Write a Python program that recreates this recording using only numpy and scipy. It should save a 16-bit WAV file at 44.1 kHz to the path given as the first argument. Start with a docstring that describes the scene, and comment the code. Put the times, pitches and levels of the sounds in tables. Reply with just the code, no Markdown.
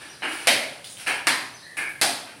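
"""A steel trowel scrapes wet mortar off a hand board, then the lump hits the wall with a sharp slap and a
short spatter. A plasterer makes three such throws in a bare, echoing masonry room, heard at one microphone.
Sand grinding under the blade sets board and steel ringing; between throws the edge ticks and slides in
the grit. Farther off, faint birds and outdoor noise come through the open doorway."""
import sys
import numpy as np
from scipy import signal
from scipy.fft import rfft, irfft
from scipy.io import wavfile
from scipy.ndimage import uniform_filter1d

SR = 44100
rng = np.random.default_rng(int(sys.argv[2]) if len(sys.argv) > 2 else 0)


def dump(signal):
    """Clip the signal to [-1, 1] and save it as 16-bit WAV at the path in sys.argv[1]."""
    limited = np.clip(np.atleast_2d(signal).T, -1, 1)
    pcm = np.round(limited * 32767).astype(np.int16)
    wavfile.write(sys.argv[1], SR, pcm)


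N = 105840
T = np.arange(N) / SR
FFT_SIZE = 8192
HZ = np.maximum(np.arange(FFT_SIZE // 2 + 1) * SR / FFT_SIZE, 1)


def from_db(db):
    """Decibels to gain."""
    return 10 ** (np.asarray(db) / 20)


def unit(x):
    """Scale to an energy of one."""
    return x / np.sqrt(np.sum(x ** 2) + 1e-20)


def colour(points):
    """Spread rows of Hz and dB over the spectrum, on a log-frequency axis."""
    hz, db = np.transpose(points)
    return np.interp(np.log(HZ), np.log(hz), db)


def hump(hz, octaves):
    """A broad resonance of height one."""
    return np.exp(-.5 * (np.log2(HZ / hz) / octaves) ** 2)


def ripple(depth_db=3.0, bins=16):
    """Dense, narrow resonances of the blade, in dB, which change with every grip and load."""
    bumps = rng.standard_normal(len(HZ))
    bumps = uniform_filter1d(uniform_filter1d(bumps, bins), bins)
    above_blade_mode = HZ ** 2 / (HZ ** 2 + BLADE_MODES[0][0] ** 2)
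    return depth_db * bumps / bumps.std() * above_blade_mode


def body(curve_db):
    """Causal impulse response of unit energy with the given colour."""
    cepstrum = irfft(np.log(from_db(curve_db)))
    cepstrum[1:FFT_SIZE // 2] *= 2
    cepstrum[FFT_SIZE // 2 + 1:] = 0
    return unit(irfft(np.exp(rfft(cepstrum))))


def through(x, response):
    """Play x through an impulse response."""
    return signal.fftconvolve(x, response)[:N]


def grains(per_s, spread_db=3.5):
    """Random clicks of uneven size; rms 1."""
    sizes = from_db(spread_db * np.minimum(rng.exponential(1, N), 3)) * rng.choice([-1, 1], N)
    return unit(sizes * (rng.random(N) < per_s / SR)) * np.sqrt(N)


def impact(start_s, decay_s=0.00067):
    """A first contact and a dying spray of grains, about equal in energy."""
    clicks = unit(grains(per_s=5000) * np.exp(-T / decay_s))
    clicks[0] += 1
    start = int(start_s * SR)
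    return np.roll(unit(clicks), start) * (np.arange(N) >= start) * (start >= 0)


# Surfaces near the work. Each row: delay after the direct sound in seconds, level in dB.
NEAR_SURFACES = [(.0058, -15.5), (.0160, -15)]

def early(clicks, direct_db=-9.5):
    """What reaches the microphone first: the direct sound and the near reflections."""
    echoes = sum(from_db(db) * np.pad(clicks, (int(delay_s * SR), 0))[:N]
                 for delay_s, db in NEAR_SURFACES)
    return from_db(direct_db) * clicks + echoes


# The bare masonry all around. Each row: frequency in Hz, seconds to fall by 60 dB.
ROOM_DECAY = [(100, 1.0), (260, 0.68), (700, 0.71), (1840, 0.56), (4850, 0.56), (9500, 0.47), (14000, 0.49)]

def in_room(clicks, build_s=0.00067):
    """Early sound plus a diffuse tail. Each grain lands on its own spot, so echoes add as energy."""
    white = rfft(rng.standard_normal(N))
    log_hz = np.log(np.maximum(np.arange(len(white)) * SR / N, 1))
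    centres = np.log([hz for hz, _ in ROOM_DECAY])
    build = np.exp(-1 / (build_s * SR))
    fed_energy = signal.lfilter([1 - build], [1, -build], clicks ** 2 + 1e-18)
    out = early(clicks)
    for share, (_, t60) in zip(np.eye(len(centres)), ROOM_DECAY):
        band_noise = irfft(white * np.interp(log_hz, centres, share), N)
        retained = from_db(-60 / (t60 * SR)) ** 2
        energy = signal.lfilter([1 - retained], [1, -retained], fed_energy)
        out += band_noise * np.sqrt(energy)
    return out


# The open air beyond the doorway, heard with the microphone's bright peak near 9.7 kHz.
# Each row: frequency in Hz, relative level in dB.
OUTDOORS_AT_MIC = [(25, -38), (45, -26), (60, -5), (80, -10), (115, 6), (170, 0), (300, -3.5), (600, -3.5),
                   (1200, -9.5), (2500, -11), (4500, -11.5), (7000, -18), (9700, -7), (12000, -22),
                   (15500, -32)]

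def outdoors(level_db=-50.5):
    """Steady, soft noise from outside."""
    noise = rng.standard_normal(N + FFT_SIZE - 1)
    return from_db(level_db) * signal.fftconvolve(noise, body(colour(OUTDOORS_AT_MIC)), "valid")


# Distant chirps outside, mostly birds. Each row: start and length in seconds, first and last pitch
# in Hz, level in dB, waver as a share of the pitch.
BIRD_CALLS = [(0.0, .08, 1784, 1674, -48.5, .04), (0.084, 0.031, 5620, 5900, -48, 0.028),
              (0.115, 0.024, 5540, 3900, -47, .06), (0.2, .04, 3810, 4500, -44.5, 0.028),
              (0.413, 0.014, 6100, 5200, -48, .05), (1.154, .09, 980, 948, -46, 0.0099),
              (1.524, 0.029, 6150, 5980, -48, 0.0073), (1.557, .04, 5500, 4090, -46.5, .08),
              (1.617, 0.036, 4270, 3930, -45, 0.058), (1.609, 0.16, 1815, 1870, -47, 0.0606)]

def birds():
    """Short gliding whistles with an unsteady pitch."""
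    out = np.zeros(N)
    for start_s, length_s, first_hz, last_hz, db, waver in BIRD_CALLS:
        progress = np.clip((T - start_s) / length_s, 0, 1)
        wander = unit(uniform_filter1d(rng.standard_normal(N), size=128)) * np.sqrt(N)
        hz = (first_hz + (last_hz - first_hz) * progress) * (1 + waver * wander)
        swell = np.sqrt(2 * np.abs(np.sin(np.pi * progress)))
        out += from_db(db) * swell * np.sin(2 * np.pi * np.cumsum(hz) / SR)
    return out


# The tone all ticks share, with the microphone's bright peak near 9.7 kHz.
# Each row: frequency in Hz, relative level in dB.
EDGE_AT_MIC = [(100, -47), (800, 1), (1800, 4), (4000, 2.5), (7000, 2.5), (9700, 14), (12000, -5),
               (15500, 0.5)]
# Small touches of the trowel, inside the room. Each row: start in seconds, energy in dB, pitch in Hz.
EDGE_TICKS = [(0.319, -7, 2730), (0.8439, -7.5, 3750), (0.87, -12, 4000), (0.898, -14, 6950),
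              (0.91, -15.5, 6140), (0.922, -13, 9100), (0.9700, -12.5, 3000), (1.0756, -1.5, 2040),
              (1.7691, -8.5, 1770), (1.775, -5.5, 10600), (1.891, -16, 12000)]

def ticks(peak_db=15.5):
    """The blade's edge meets sand with a light, bright click."""
    out = np.zeros(N)
    for start_s, db, hz in EDGE_TICKS:
        touch = in_room(impact(start_s))
        edge = body(colour(EDGE_AT_MIC) + peak_db * hump(hz, octaves=0.4) + ripple())
        out += from_db(db) * through(touch, edge)
    return out


# The loaded hand board, heard with the microphone's bright peak near 9.7 kHz.
# Each row: frequency in Hz, relative level in dB.
BOARD_AT_MIC = [(40, -34), (110, -28), (200, -16), (300, -7.5), (430, -8), (650, -6), (830, 0), (1050, -5),
                (1550, 1.5), (2050, -0.5), (2650, 1), (3600, -11.5), (5000, -13.5), (7000, -25.5),
                (9600, -13.5), (12000, -30), (15500, -46)]
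# The steel blade. Each row: frequency in Hz, relative level in dB, seconds to fall by 60 dB.
BLADE_MODES = [(1750, -48, 0.16), (1663, 12, 0.037), (1809, -4, 0.14), (2110, 0.5, 0.12), (2158, 0, 0.06),
               (2260, 2, 0.26), (2444, 8.5, 0.03), (2695, -19, 0.15), (3800, -27, .15)]
# Strokes across the board, within reach of the wall. Each row: start in seconds, level in dB, hold and
# release in seconds, then board knock, grit hiss, blade ring and energy of the first bite, all in dB.
TROWEL_STROKES = [(-0.06, -40.5, 0.081, 0.092, 11, 6.5, -31, -12),
                  (0.222, -22.5, 0.016, 0.025, 9.5, -5.5, -34, -1.5),
                  (0.28, -38.5, 0.18, 0.17, 5, 12.5, -4.5, -9),
                  (0.983, -38, 0.027, 0.024, -21, 15.5, -12, -14), (1.064, -20, 0.015, 0.023, 0, 0, -6, -2),
                  (1.7705, -31.5, 0.04, 0.013, 7.5, 2, 7, -2),
                  (2.266, -45, 0.024, 0.047, 16, -2, -28, -14.5)]

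def scoops(attack_s=0.0039, knock_hz=304, grit_hz=3640):
    """As the trowel scoops mortar, sand grinds between blade and board and sets both ringing."""
    blade = unit(sum((-1) ** k * from_db(db - 60 * T / t60) * np.sin(2 * np.pi * hz * T)
                     for k, (hz, db, t60) in enumerate(BLADE_MODES)))
    knock = hump(knock_hz, octaves=0.29)
    treble = 1 / (1 + (grit_hz / HZ) ** 4)
    out = np.zeros(N)
    for start_s, db, hold_s, release_s, knock_db, grit_db, ring_db, bite_db in TROWEL_STROKES:
        attack = np.clip((T - start_s) / attack_s, 0, 1)
        release = np.exp(-np.maximum(T - start_s - hold_s, 0) / release_s)
        friction = from_db(db) * attack * release * grains(per_s=1800)
        friction += from_db(bite_db) * impact(start_s)
        board = body(colour(BOARD_AT_MIC) + knock_db * knock + grit_db * treble + ripple())
        out += through(in_room(friction), board)
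        out += from_db(ring_db) * through(in_room(friction), blade)
    return out


# Wet mortar on masonry, heard with the microphone's bright peak near 9.7 kHz.
# Each row: frequency in Hz, relative level in dB.
MORTAR_AT_MIC = [(30, -79), (60, -58), (115, -7.5), (180, -11.5), (270, 3), (440, -5), (700, 3),
                 (1100, -1.5), (1600, 1), (3200, 1.5), (4500, 4), (6800, -7.5), (9700, 0), (12000, -12.5),
                 (15500, -23.5)]
# Throws landing on the wall, loudest at the microphone. Each row: start in seconds, energy in dB, thud # in Hz
# and dB, blade clack in Hz and dB, spatter decay in seconds, wall boom in dB, wet spray in dB.
THROWS = [(0.4719, 19.5, 567, 10.5, 2280, 9, 0.023, 5, -1.5),
          (1.2703, 16.5, 1075, 7.5, 1954, 9.5, 0.0017, 2, -1.5),
          (2.0143, 16, 730, 5.5, 1430, 3.5, 0.012, 5.5, 1.5)]

def slaps(crack_hz=6560, crack_db=-7, wall_hz=170, spray_hz=8900):
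    """Each lump meets the wall with a crack, traps air with a thud, the trowel blade clacks, and the mortar
    spatters."""
    mortar = colour(MORTAR_AT_MIC)
    low_cut_db = 10 * np.log10(1 + (crack_hz / (HZ + 100)) ** 4)
    crack = body(mortar - low_cut_db)
    out = np.zeros(N)
    for start_s, db, thud_hz, thud_db, clack_hz, clack_db, decay_s, boom_db, spray_db in THROWS:
        thud = thud_db * hump(thud_hz, octaves=0.24)
        clack = clack_db * hump(clack_hz, octaves=0.31)
        boom = boom_db / (1 + (HZ / wall_hz) ** 2)
        spray = spray_db * hump(spray_hz, octaves=1)
        spatter = in_room(impact(start_s, decay_s))
        lump = body(mortar + thud + clack + boom + spray + 0.55 * ripple())
        out += from_db(db) * through(spatter, lump)
        snap = early(impact(start_s, decay_s=0.007))   # the first contact is dry: no room tail
        out += from_db(db + crack_db) * through(snap, crack)
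    return out


def scene():
    """From inside the room, in mono: the work and the birds echo over steady outdoor noise."""
    room = in_room(signal.unit_impulse(N))
    return (slaps() + scoops() + ticks() + through(birds(), room) + outdoors())[None]


def record(dry, ceiling=0.85, cutoff_hz=15800):
    """After the microphone, the highest peaks are rounded and the top is cut steeply."""
    rounded = dry / (1 + (dry / ceiling) ** 4) ** .25
    return signal.sosfilt(signal.ellip(10, .2, 90, cutoff_hz, fs=SR, output="sos"), rounded)


dry = scene()
out = record(dry)
dump(out)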